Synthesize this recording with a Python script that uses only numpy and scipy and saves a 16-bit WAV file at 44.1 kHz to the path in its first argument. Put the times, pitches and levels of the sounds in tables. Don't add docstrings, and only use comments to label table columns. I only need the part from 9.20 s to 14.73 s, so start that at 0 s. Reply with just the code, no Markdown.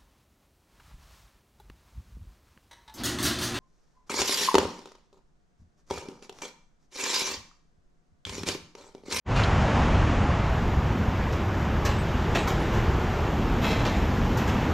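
import sys
import numpy as np
from scipy import signal
from scipy.fft import rfft, irfft, next_fast_len
from scipy.io import wavfile
from scipy.ndimage import uniform_filter1d, map_coordinates

SR = 44100
rng = np.random.default_rng(int(sys.argv[2]) if len(sys.argv) > 2 else 0)


def put_to_file(sound):
    columns = np.atleast_2d(sound).T
    safe = np.clip(columns, -1, 1)
    whole_steps = np.round(safe * 32767)
    wavfile.write(sys.argv[1], SR, whole_steps.astype(np.int16))


N = 243873

# time in seconds, level of the wash in dB.
RIVER_LEVEL = [(0.15, -30), (0.6, -27.5), (1.25, -32.5), (1.8, -33.5), (3.0, -33), (3.55, -32.5),
               (3.95, -33.5), (5.53, -32)]
# frequency in Hz, relative level in dB per Hz.
RUMBLE_SPECTRUM = [(8, -42), (25, -6), (42, -2), (75, 0.5), (125, -4), (170, -10), (300, -32.5),
                   (1500, -120)]
# frequency in Hz, relative level in dB per Hz.
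CHURN_SPECTRUM = [(20, -74), (90, -12), (160, 0), (220, 1), (295, -4.5), (380, -9.5), (520, -10.5),
                  (1000, -57), (4000, -120)]
# frequency in Hz, relative level in dB per Hz.
HOLLOW_SPECTRUM = [(100, -78), (290, -9), (335, 3.5), (390, 3), (480, -4), (1500, -95)]
# frequency in Hz, relative level in dB per Hz.
WASH_SPECTRUM = [(30, -70), (200, -33), (400, -5.5), (620, 0), (850, 1), (1300, -3.5), (2000, -9),
                 (2800, -14.5), (4000, -26), (8000, -59), (12000, -120)]
# frequency in Hz, relative level in dB per Hz.
SPRAY_SPECTRUM = [(200, -70), (1200, -25), (2200, -2), (3000, 6.5), (4100, -0.5), (5500, -2), (7100, -5.5),
                  (8000, -14), (9000, -23), (10000, -19.5), (11300, -27), (16000, -62)]
# start in seconds, strength in dB, time the sole takes to roll down in seconds,
# brittle snap against the strength in dB, pitch of the crack in Hz.
FOOTFALLS = [ (0.153, -29.5, 0.048, -38, 4200), (2.123, -41, 0.017, -16, 5900),
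             (2.649, -27.5, 0.015, -17.5, 5600), (3.149, -23.5, 0.0045, -24, 2820),
             (3.273, -33.5, .017, -10.5, 6200), (3.527, -40.5, 0.061, -18, 6000),
             (4.412, -29.5, .11, -19, 3330), (4.651, -31, 0.0065, -23.5, 4100),
             (4.735, -39.5, 0.026, -29.5, 3400), (5.17, -34.5, .026, -12, 5960),
             (5.272, -36.5, 0.032, -21, 6200), ]
# frequency in Hz, relative level in dB per Hz.
CRUNCH_SPECTRUM = [(50, -50), (300, 9), (800, 11), (1700, 7), (2700, 6), (4200, -3), (5600, -8.5),
                   (7100, -8), (8300, -22), (10500, -27), (15000, -60)]
# frequency in Hz, relative level in dB per Hz.
SNAP_SPECTRUM = [(500, -56), (2500, -37), (5500, -2), (7200, -6), (8600, -17), (11200, -2), (12200, 17),
                 (13300, 4), (15500, 4)]
# frequency in Hz, level in dB, time to fall 60 dB in seconds.
SLAT_MODES = [(356, 1.5, 0.095), (1210, -21, .1), (1670, -4, 0.12), (1880, -34, 0.06), (2560, -20, 0.074),
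              (3320, -17, 0.044), (4900, -25, 0.12), (5770, -10, 0.11), (7300, -22, 0.14)]
# start in seconds, pitch in Hz, level in dB, length in seconds.
CHIP_CALLS = [(2.784, 8045, -51, .052), (3.19, 8040, -51, 0.063), (3.402, 10770, -58, .05)]
# frequency in Hz, relative level in dB per Hz.
FIZZ_SPECTRUM = [(8000, -90), (11300, -12), (11800, -5), (12250, 0), (12700, -6), (13200, -9), (15000, -15),
                 (15700, -26)]
# time in seconds, gain in dB.
FADE_IN = [(0, -71), (.045, -59), (.065, -16.5), (.09, -5), (.125, 0)]

RUMBLE_DB, CHURN_DB, SPRAY_DB = 6.5, 0.9, -15.5
RUMBLE_FOLLOWS, SPRAY_FOLLOWS = 0.85, 1.19
CLEARING_S, CLEARING_TAKES_S, CLEARING_DB = 2.5, 0.6, 2
POOLS_S, POOLS_TAKES_S, POOLS_DB = 3.86, 0.34, 2.5
HOLLOW_S, HOLLOW_DB, HOLLOW_FADE_DB, HOLLOW_WIDTH_S = 3.6, -35, 10.5, 0.41

RISE_SHARE = .25
STEP_T60_S, T60_PER_ROLL = 0.35, 4.9
BRISK_S = 0.0051
KNOCK_DB, CRACK_DB = -5.5, -6.5
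SOFTEN_DB = 6
TWIG_S, TWIG_DB, TWIG_HZ, TWIG_T60_S = .235, -30, 3640, 0.055

FIZZ_S, FIZZ_TAKES_S, FIZZ_DEPTH_DB = 0.9, 0.43, 24
FIZZ_DB, FIZZ_DB_PER_S = -67.5, 1.46
TOP_HZ = 15600


def river():
    wash_db, = curves(RIVER_LEVEL)
    usual_db = wash_db.mean()
    swing_db = wash_db - usual_db
    rumble_db = usual_db + RUMBLE_DB + RUMBLE_FOLLOWS * swing_db
    churn_db = wash_db + CHURN_DB + POOLS_DB * ramp(POOLS_S, POOLS_TAKES_S)
    spray_db = usual_db + SPRAY_DB + SPRAY_FOLLOWS * swing_db
    spray_db = spray_db + CLEARING_DB * ramp(CLEARING_S, CLEARING_TAKES_S)
    from_peak = (clock() - HOLLOW_S) / HOLLOW_WIDTH_S
    hollow_db = HOLLOW_DB - HOLLOW_FADE_DB * np.log10(np.hypot(1, from_peak))

    surge = wobble(5.33)
    rumble = amp(rumble_db + 0.32 * wobble(8.1)) * coloured(eddies(patchy_db=0.9), RUMBLE_SPECTRUM)
    churn = amp(churn_db + 1.26 * wobble(6.1)) * coloured(eddies(patchy_db=0.33), CHURN_SPECTRUM)
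    hollow = amp(hollow_db) * coloured(eddies(patchy_db=0.5), HOLLOW_SPECTRUM)
    ringing = bubbles(count=6000, low_hz=443, high_hz=3467, cycles=5.4, spread_db=2.0)
    foam = eddies(patchy_db=0.38) + amp(-13) * ringing
    wash = amp(wash_db + 0.75 * surge) * coloured(foam, WASH_SPECTRUM)
    spray = amp(spray_db + 0.19 * surge) * coloured(eddies(patchy_db=0.8), SPRAY_SPECTRUM)
    return rumble + churn + hollow + wash + spray


def footsteps():
    litter = coloured(crackle(rate=1100, share=0.5), CRUNCH_SPECTRUM)
    left, right = [coloured(crackle(rate=1200, share=0.46), SNAP_SPECTRUM) for _ in range(2)]
    brittle = spread(left, right, lean_db=5)
    out = np.zeros((2, N))
    for start, db, roll, snap_db, crack_hz in FOOTFALLS:
        first = round(start * SR)
        span = slice(first, min(first + SR // 2, N))
        t = np.arange(span.stop - span.start) / SR
        rise, hold = RISE_SHARE * roll, (1 - RISE_SHARE) * roll
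        t60 = STEP_T60_S + T60_PER_ROLL * roll
        impact_db = -SOFTEN_DB * np.log10(roll / BRISK_S)

        crunch = press(t, rise, hold, t60) * rattled(litter[span], t60=0.036, ring_db=-1.5)
        splitting = amp(CRACK_DB + impact_db) * crack(len(t), crack_hz, width=0.34)
        breaking = amp(snap_db) * brittle[:, span] + splitting
        snap = press(t, 0.61 * rise, 0.44 * hold, 0.5 * t60) * breaking
        knock = amp(KNOCK_DB + impact_db) * np.clip(t / rise, 0, 1) * slat(t)
        out[:, span] += amp(db) * (crunch + snap + knock)
    return out


def slat(t):
    hz, db, t60 = np.transpose(SLAT_MODES)[:, :, None]
    strength = amp(db + 2 * rng.standard_normal(db.shape) - 60 * t / t60)
    return np.sum(strength * np.sin(2 * np.pi * hz * t), axis=0)


def press(t, rise, hold, t60):
    return np.clip(t / rise, 0, 1) * amp(-60 * np.maximum(t - rise - hold, 0) / t60)


def crackle(rate, share):
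    clicks = rng.standard_normal(N) * (rng.random(N) < rate / SR)
    share = np.clip(share, 0, 1)
    return np.sqrt(share) * unit(clicks) + np.sqrt(1 - share) * rng.standard_normal(N)


def rattled(x, t60, ring_db):
    t = np.arange(SR // 20) / SR
    ring = rng.standard_normal(len(t)) * amp(-60 * t / t60)
    shaken = signal.fftconvolve(x, ring / np.linalg.norm(ring))[:len(x)]
    return unit(x + amp(ring_db) * shaken)


def crack(count, hz, width):
    edges = hz * np.exp(np.array([-width, width]) / 2)
    b, a = signal.butter(2, edges, "bandpass", fs=SR)
    return unit(signal.lfilter(b, a, rng.standard_normal(count)))


def twig():
    envelope = press(clock() - TWIG_S, rise=0.0011, hold=.001, t60=TWIG_T60_S)
    return amp(TWIG_DB) * envelope * crack(N, TWIG_HZ, width=0.44)


def chips():
    out = np.zeros(N)
    for start, hz, db, length in CHIP_CALLS:
        progress = np.clip((clock() - start) / length, 0, 1)
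        swell = np.sin(np.pi * np.sqrt(progress))
        phase = 2 * np.pi * np.cumsum(hz * (1 + 0.0032 * wobble(300))) / SR
        out += amp(db) * swell * np.sin(phase)
    return out


def fizz():
    held_back_db = FIZZ_DEPTH_DB * (1 - ramp(FIZZ_S, FIZZ_TAKES_S))
    level_db = FIZZ_DB + FIZZ_DB_PER_S * clock() - held_back_db
    left, right = coloured(rng.standard_normal((2, N)), FIZZ_SPECTRUM)
    return amp(level_db) * spread(left, right, lean_db=3.5)


def eddies(patchy_db):
    z = signal.stft(rng.standard_normal(N), nperseg=512)[2]
    field = uniform_filter1d(rng.standard_normal(z.shape), size=5, axis=0)
    field = uniform_filter1d(field, size=14, axis=1)
    return unit(signal.istft(z * amp(patchy_db * unit(field)), nperseg=512)[1][:N])


def bubbles(count, low_hz, high_hz, cycles, spread_db):
    when, pitch, size = rng.random((count, 3)).T[:, :, None]
    hz = low_hz + (high_hz - low_hz) * pitch
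    k = np.arange(700)
    turns = hz * k / SR
    age = turns / cycles
    tone = np.sin(2 * np.pi * turns * (1 + age / 50))
    ring = tone * np.exp(-age) * (1 - np.exp(-turns))
    loudness = amp(-spread_db * np.log(1 - .99 * size))
    grains = loudness * np.sqrt(hz) * ring
    places = (when * N).astype(int) + k
    return unit(np.bincount(places.ravel(), grains.ravel(), N)[:N])


def amp(db):
    return 10 ** (np.asarray(db) / 20)


def unit(x):
    return x / np.sqrt(np.mean(x ** 2) + 1e-20)


def clock():
    return np.arange(N) / SR


def curves(rows):
    s, *cols = np.transpose(rows)
    return [np.interp(clock(), s, c) for c in cols]


def ramp(start, takes):
    return np.clip((clock() - start) / takes, 0, 1)


def wobble(rate):
    knots = rng.standard_normal(int(N * rate / SR) + 4)
    return map_coordinates(knots, [clock() * rate])


def filtered(x, response):
    m = next_fast_len(N + 8192)
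    return irfft(rfft(x, m) * response(np.fft.rfftfreq(m, 1 / SR)), m)[..., :N]


def coloured(x, spectrum):
    f, db = np.transpose(spectrum)
    return unit(filtered(x, lambda hz: amp(np.interp(np.log(hz + 1), np.log(f), db))))


def spread(left, right, lean_db):
    return np.array([left * amp(lean_db / 2), right * amp(-lean_db / 2)])


def scene():
    return river() + footsteps() + twig() + chips() + fizz()


def record(dry):
    fade_db, = curves(FADE_IN)
    return filtered(dry * amp(fade_db), lambda hz: hz < TOP_HZ)


dry = scene()
out = record(dry)
put_to_file(out)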